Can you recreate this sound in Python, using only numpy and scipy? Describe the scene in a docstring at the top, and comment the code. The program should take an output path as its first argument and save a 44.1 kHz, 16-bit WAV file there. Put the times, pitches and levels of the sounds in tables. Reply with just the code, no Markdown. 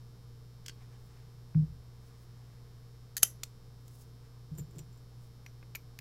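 """A brass padlock at a stockroom workbench, over steady air noise, mains hum and a faint electrical buzz.
A screwdriver clicks out of the lock (0.7 s) and is put down, setting the bench top booming (1.5 s).
The shackle snaps shut with a crack and a ring (3.2 s); two light knocks on the lock body follow.
A hand thumps the bench and drags a clinking key off it (4.5 s); the key clicks into the keyway (5.5 s).
Hands and sleeves rustle in between."""
import sys
import numpy as np
from scipy import signal
from scipy.fft import rfft, irfft
from scipy.io import wavfile
from scipy.ndimage import uniform_filter1d

SR = 44100
rng = np.random.default_rng(int(sys.argv[2]) if len(sys.argv) > 2 else 0)


def put_to_file(sound):
    """Save the sound as 16-bit audio at rate SR, in the file named by the first command-line argument."""
    columns = np.atleast_2d(sound).T  # one column per channel
    safe = np.clip(columns, -1, 1)
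    whole_steps = np.round(safe * 32767)
    wavfile.write(sys.argv[1], SR, whole_steps.astype(np.int16))


N = 264644
TIME = np.arange(N) / SR
CUTOFF_HZ = 15800


def padlock():
    """Shackle strikes home, latch snaps, body is knocked; all ring the same modes."""
    # contacts: t/s, level/dB, tilt/(dB/oct), ring/dB
    shackle_hits = [(3.1677, -26, 0.83, -34), (3.171, -34.5, -1.6, -15.5), (3.176, -32, 1.8, -24.5),
                    (3.1798, -32, 0.2, -18.5), (3.2248, -36.5, 0, -22), (3.228, -31.5, 0.39, -18)]
    latch_hits = [(3.2308, -8, 0.11, -26), (3.2335, -17.5, 1, -27.5)]
    body_hits = [(3.433, -43, -4.5, -29), (3.4344, -28.5, -0.5, -39), (3.88, -52, 5, -21)]
    # crack spectra: f/Hz, level/dB
    shackle_crack = [(300, -23.5), (1200, -17.5), (1700, 2), (2200, -9.5), (3500, -7.5), (4900, 0.5),
                     (5600, -12.5), (6400, 2), (10000, -10), (11000, -2), (13200, -1), (16000, -16.5)]
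    latch_crack = [(200, -19.5), (350, -25.5), (470, -20.5), (650, -18), (1000, -24.5), (1400, -13.5),
                   (1900, -27), (3000, -8.5), (3500, -18.5), (4400, -20), (5000, -10), (5700, -16.5),
                   (6300, -3), (7000, -10.5), (8300, -11), (9400, -20.5), (11250, 1), (12000, -13.5),
                   (13100, -10.5), (15500, -23)]
    body_crack = [(200, -18), (700, -12), (1200, -5), (1600, -11.5), (2300, -2), (4200, 1.5), (5200, -1.5),
                  (7000, 3.5), (10000, -8.5), (12300, -3), (16000, -14)]
    # lock modes: f/Hz, level/dB, t60/s
    modes = [(1980, -18, 0.23), (3110, -2, 0.087), (5890, -9, 0.23), (6306, -1.5, 0.071), (6120, -8.5, .17),
             (7200, -16.5, 0.167), (7350, -10.5, .18), (8400, -14, 0.14), (10500, 0, 0.084),
             (11170, -6.5, .17), (11530, -5.5, 0.057), (11600, -12.5, .15), (12990, -12.5, .16)]
    shackle = contacts(shackle_hits, shackle_crack, modes, crack_t60_s=0.015, snap=0.46, blur_hz=80.15)
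    latch = contacts(latch_hits, latch_crack, modes, crack_t60_s=0.019, snap=0.094, blur_hz=49.2)
    body = contacts(body_hits, body_crack, modes, crack_t60_s=0.017, snap=0.15, blur_hz=79.9)
    return shackle + latch + body


def bench(tick_t60_s, swell_share, size=22050):
    """Blows set the bench top booming; longer contact gives a duller boom and a fainter tick."""
    # screwdriver, then hand: t/s, level/dB, contact/s
    blows = [(1.546, -25, 0.00078), (1.552, -9.5, 0.0018), (1.5702, -12.5, 0.0024), (1.5901, -14, 0.0024),
             (1.6228, -10, 0.0048), (4.514, -16, 0.0047), (4.583, -28, 0.00083), (4.6037, -19, 0.0036),
             (4.763, -33, .001), (4.797, -33, 0.0014)]
    # bench top modes: f/Hz, level/dB, t60/s
    modes = [(30, -32, 0.67), (70.4, -21, 0.5), (139, -7, 0.06), (153.4, 2.5, 0.11), (181, -34.5, 0.087),
             (274, -14, 0.06), (318, -30.5, 0.14)]
    # tick spectrum: f/Hz, level/dB
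    tick_spectrum = [(300, -4), (700, 0), (1500, -1), (2500, -7), (3600, -24), (12000, -45)]
    out, t, boom = np.zeros(N), TIME[:size], 0
    for hz, db, t60_s in modes:
        swell = 1 - decay(t, swell_share * t60_s)  # the wide top takes a few cycles to swing fully
        boom += from_db(db) * decay(t, t60_s) * swell * np.sin(2 * np.pi * hz * t)
    for start_s, level_db, contact_s in blows:
        force = t * np.exp(-np.pi * t / contact_s)
        thump = signal.fftconvolve(boom, force / force.sum())[:size]
        tick_db = -30 - 24 * np.log2(contact_s / 0.001)  # re a hard 1 ms contact
        tick = colour(rattle(decay(t, tick_t60_s)), tick_spectrum)
        add(out, start_s, from_db(level_db) * (thump + from_db(tick_db) * tick))
    return out


def screwdriver():
    """The blade clicks and rings as it slips out of the lock."""
    # contacts: t/s, level/dB, tilt/(dB/oct), ring/dB
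    hits = [(.6575, -60, -4, -24), (.6617, -40.5, 3.5, -30), (.6824, -36.5, 2, -26),
            (.6948, -41.5, -1, -30)]
    # crack spectrum: f/Hz, level/dB
    crack = [(300, -3), (800, -22), (1600, 1.5), (2500, -3), (3200, 5.5), (3800, -8), (5000, 1.5),
             (7500, -4.5), (10000, -14), (16000, -22)]
    # blade modes: f/Hz, level/dB, t60/s
    modes = [(1680, -14, 0.074), (3220, -6, 0.08), (4480, 6, 0.17), (5200, 6, 0.087)]
    return contacts(hits, crack, modes, crack_t60_s=0.024, snap=0.24, blur_hz=80)


def keyway():
    """The key clicks into the lock, ringing only briefly."""
    # contacts: t/s, level/dB, tilt/(dB/oct), ring/dB
    hits = [(5.463, -45.5, -2, -1), (5.6275, -49.5, -8, -22), (5.7503, -40.5, -2, 7),
            (5.7548, -36.5, 6.5, 2), (5.7597, -43, 0.5, -15), (5.7672, -51, 14, -20), (5.989, -39, 1, -20)]
    # crack spectrum: f/Hz, level/dB
    crack = [(300, -21), (1100, -12.5), (2350, 1), (3000, -6.5), (3500, -12.5), (4400, -7), (5100, -9.5),
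             (6100, -11), (7000, -10), (8000, -19.5), (9000, -20), (10700, -15.5), (13000, -10),
             (16000, -34)]
    # keyway modes: f/Hz, level/dB, t60/s
    modes = [(2300, 0, .028), (6950, -10, .022), (12950, -14, .07)]
    return contacts(hits, crack, modes, crack_t60_s=0.015, snap=0.22, blur_hz=99.5)


def loose_key():
    """The key clinks on the bench as it is picked up."""
    # contacts: t/s, level/dB, tilt/(dB/oct), ring/dB
    hits = [(4.551, -65, 0, -6), (4.576, -62, 5, 10), (4.584, -46.5, 7, -6.5), (4.595, -53.5, -2, -20),
            (4.709, -64, 6, -9), (4.756, -64, -4, -4), (4.784, -48.5, 1.5, -22), (4.7905, -47.5, -1, -17),
            (4.927, -69, 1, -2), (4.974, -67, 0, -2)]
    # crack spectrum: f/Hz, level/dB
    crack = [(500, -29), (2500, -1.5), (6200, -3), (7200, 9.5), (8500, 2.5), (10500, -20), (12300, -11),
             (13300, 2), (16000, -20)]
    # key modes: f/Hz, level/dB, t60/s
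    modes = [(7200, 0, .13), (7900, -9, .08), (13000, -8, .18), (13550, -6, .15)]
    return contacts(hits, crack, modes, crack_t60_s=0.033, snap=0.088, blur_hz=40)


def key_pings(hz, t60_s):
    """Thin, pure ring of the key's bending mode, struck where it is free to ring."""
    # knocks: t/s, level/dB
    knocks = [(4.791, -58.5), (5.463, -60), (5.756, -60)]
    out = np.zeros(N)
    ping = decay(TIME, t60_s) * np.sin(2 * np.pi * hz * TIME)
    for start_s, level_db in knocks:
        add(out, start_s, from_db(level_db) * ping)
    return out


def contacts(hits, crack, modes, crack_t60_s, snap, blur_hz, size=16384):
    """Metal contacts: a sharp snap and a dense, hand-damped crack over modes that ring on."""
    out, t = np.zeros(N), TIME[:size]
    hz, mode_db, t60_s = np.transpose(modes)[:, :, None]
    tones = from_db(mode_db) * decay(t, t60_s) * np.exp(2j * np.pi * hz * t)
    pole = np.exp(-np.pi * blur_hz / SR)
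    for start_s, level_db, tilt_db_oct, ring_db in hits:
        burst = rattle(decay(t, crack_t60_s) + snap * decay(t, 0.003))
        # loose parts and reflections scatter each mode's level and phase
        phasors = rng.choice([1, -1, 1j, -1j], tones.shape)
        scatter = signal.lfilter([np.sqrt(1 - pole ** 2)], [1, -pole], phasors)
        ringing = from_db(ring_db) * (scatter * tones).real.sum(0)
        add(out, start_s, from_db(level_db) * (colour(burst, crack, tilt_db_oct) + ringing))
    return out


def rattle(envelope, smooth_bins=200):
    """Burst of dense vibration, energy spread evenly over frequency."""
    spectrum = rfft(rng.choice([-1, 1], len(envelope)) * envelope)
    power = uniform_filter1d(np.abs(spectrum) ** 2, smooth_bins)
    burst = irfft(spectrum / np.sqrt(power))
    burst *= np.minimum(1, from_db(30) * envelope)  # fade the tail
    return burst * np.linalg.norm(envelope) / np.linalg.norm(burst)


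def hands():
    """Sleeves and skin rub; fingers drag the key over the bench top."""
    # strokes: peak t/s, length/s, peak level/dB
    sleeve_strokes = [(.822, 0.11, -65.5), (.938, 0.11, -67), (1.17, 0.45, -69.5), (2.13, 0.5, -73),
                      (2.45, 0.99, -73), (4.25, .12, -70.5)]
    skin_strokes = [(1.06, .2, -74), (2.07, 0.17, -72), (2.215, .1, -70), (3.96, 0.23, -66),
                    (4.015, 0.051, -63), (5.23, 0.13, -71)]
    drag_strokes = [(4.597, 0.075, -54), (4.79, 0.098, -53.5)]
    # friction spectra: f/Hz, level/dB
    sleeve_spectrum = [(300, -12), (800, 5.5), (1800, 2.5), (3000, -4), (7000, -7), (16000, -22.5)]
    skin_spectrum = [(1500, -17.5), (4000, -5), (7000, 1), (11000, -1), (15000, -2)]
    drag_spectrum = [(150, -14.5), (280, 3), (380, -1), (520, -10.5), (700, -15), (1100, -26), (3000, -34)]
    sleeve = rubbing(sleeve_strokes, sleeve_spectrum, rise_share=0.46, grain_db=1)
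    skin = rubbing(skin_strokes, skin_spectrum, rise_share=0.5, grain_db=2)
    drag = rubbing(drag_strokes, drag_spectrum, rise_share=0.72, grain_db=2)
    return sleeve + skin + drag


def rubbing(strokes, spectrum, rise_share, grain_db, edge_drop_db=13):
    """Friction hiss: swells and fades linearly in dB with each stroke, catching unevenly."""
    power = 0
    for peak_s, length_s, peak_db in strokes:
        from_peak = np.maximum((peak_s - TIME) / rise_share, (TIME - peak_s) / (1 - rise_share))
        power += from_db(peak_db - edge_drop_db * np.minimum(from_peak / length_s, 10)) ** 2
    return np.sqrt(power) * from_db(grain_db * drift(90)) * noise(spectrum)


def stockroom(x, build_s, size=22050):
    """Diffuse reflections off shelves and boxes: quick build-up, bass lasts longest."""
    # reverberation: f/Hz, t60/s
    room_t60 = [(200, .4), (1500, 0.16), (5000, 0.17), (15000, 0.2)]
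    t, tail = TIME[:size], 0
    edges_hz = np.geomspace(100, 17000, 9)
    for low, high in zip(edges_hz, edges_hz[1:]):
        bandpass = signal.butter(2, [low, high], "band", fs=SR, output="sos")
        band = signal.sosfilt(bandpass, rng.standard_normal(size))
        tail += band * decay(t, at_hz(room_t60, np.sqrt(low * high)))
    tail *= 1 - np.exp(-t / build_s)
    return signal.fftconvolve(x, tail / np.linalg.norm(tail))[:N]


def hum(waver):
    """Low machine and mains tones, wavering slightly in level and phase."""
    # tones: f/Hz, rms level/dB
    tones = [(58.5, -61), (119.95, -53), (240, -78.5), (272, -84), (462, -74.5)]
    out = np.zeros(N)
    for hz, db in tones:
        amplitude = np.sqrt(2) * from_db(db) * (1 + waver * drift(20))
        out += amplitude * np.sin(2 * np.pi * hz * TIME + waver * drift(7.7))
    return out


def air():
    """Steady room noise, mostly rumble; rms 1."""
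    # noise spectrum: f/Hz, level/dB
    spectrum = [(20, 5.5), (45, -5.5), (80, -3), (150, 1.5), (220, -10), (330, -12), (460, -10.5),
                (560, -18.5), (1200, -19), (1700, -28), (3000, -34), (6000, -36), (10000, -39.5),
                (16000, -44.5)]
    return noise(spectrum)


def buzz(uneven_db, smear_rad, pulse_hz=119.948, ring_hz=5300, ring_half_width_hz=480, size=2048):
    """One electrical spike per mains half-cycle, smeared in time outside its ringing band; rms 1."""
    # outline of the harmonics: f/Hz, level/dB
    outline = [(1000, -12), (1900, -11.5), (2900, -17), (3500, -14), (4300, -12.5), (5400, -9.5),
               (5900, -16.5), (7200, -16), (9000, -20.5), (12000, -17), (13500, -15.5), (15700, -25.5)]
    # strongest lines: f/Hz, relative level/dB
    lines = [(3241, -87), (3596, -88), (3720, -83), (4081, -83.5), (4436, -84), (4560, -86.5), (4797, -89),
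             (4920, -81.5), (5039, -88), (5157, -84.5), (5276, -79), (5399, -82.5), (5518, -90.5),
             (5636, -90), (5760, -84), (8274, -91.5), (10314, -92), (10794, -92.5), (11154, -94.5),
             (11515, -93.5), (13313, -94), (13437, -92.5)]
    hz = np.arange(size // 2 + 1) * pulse_hz
    uneven, smear = rng.standard_normal((2, len(hz)))
    level_db = at_hz(outline, hz) + uneven_db * uneven
    top_db = max(db for _, db in lines)
    for line_hz, line_db in lines:
        level_db[round(line_hz / pulse_hz)] = line_db - top_db
    phase_rad = smear_rad * smear * (np.abs(hz - ring_hz) > ring_half_width_hz)
    in_band = (hz > outline[0][0]) & (hz < CUTOFF_HZ)
    spike = irfft(from_db(level_db) * in_band * np.exp(1j * phase_rad))
    train = np.interp(TIME * pulse_hz, np.arange(size) / size, spike, period=1)
    return train / np.sqrt(np.mean(train ** 2))


def from_db(db):
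    """Decibels to gain."""
    return 10 ** (np.asarray(db) / 20)


def at_hz(points, hz):
    """Read a table on a log-frequency axis."""
    freqs_hz, values = np.transpose(points)
    return np.interp(np.log(np.maximum(hz, 1)), np.log(freqs_hz), values)


def decay(t, t60_s):
    """Envelope losing 60 dB in t60_s."""
    return np.exp(-np.log(1000) * t / t60_s)


def add(out, start_s, sound):
    """Mix a sound in at start_s."""
    start = round(start_s * SR)
    out[start:start + len(sound)] += sound[:N - start]


def colour(x, spectrum, tilt_db_oct=0, size=4096):
    """Minimum-phase filter with the given spectrum and unit power gain."""
    hz = np.arange(size // 2 + 1) * SR / size
    level_db = at_hz(spectrum, hz) + tilt_db_oct * np.log2(np.maximum(hz, spectrum[0][0]))
    cepstrum = irfft(np.log(from_db(level_db)))[:size // 2]
    response = irfft(np.exp(rfft(2 * cepstrum, size)))
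    return signal.fftconvolve(x, response / np.linalg.norm(response))[:len(x)]


def noise(spectrum):
    """Coloured noise, rms 1."""
    return colour(rng.standard_normal(N), spectrum)


def drift(rate_hz, count=600):
    """Random wavering, spread about 1."""
    return np.interp(TIME * rate_hz, np.arange(count), rng.standard_normal(count))


def scene():
    """Lock, tools and bench in the room, over its steady background."""
    background = from_db(-58.5) * air() + hum(waver=0.099)
    background += from_db(-70.5) * buzz(uneven_db=2.9, smear_rad=1.5)
    blade, lock, key, key_in_lock = screwdriver(), padlock(), loose_key(), keyway()
    thumps = bench(tick_t60_s=0.01, swell_share=0.97)
    pings = key_pings(hz=5830, t60_s=0.13)
    near, tools = lock + key_in_lock, blade + key
    # what is held close carries less room sound
    send = from_db(-19.5) * near + from_db(-17.5) * tools + from_db(-16.5) * thumps
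    room = stockroom(send, build_s=0.0032)
    return (near + tools + thumps + pings + room + hands() + background)[None]


def record(dry):
    """Steep low-pass at CUTOFF_HZ."""
    return signal.sosfilt(signal.ellip(10, .1, 80, CUTOFF_HZ, fs=SR, output="sos"), dry)


dry = scene()
out = record(dry)
put_to_file(out)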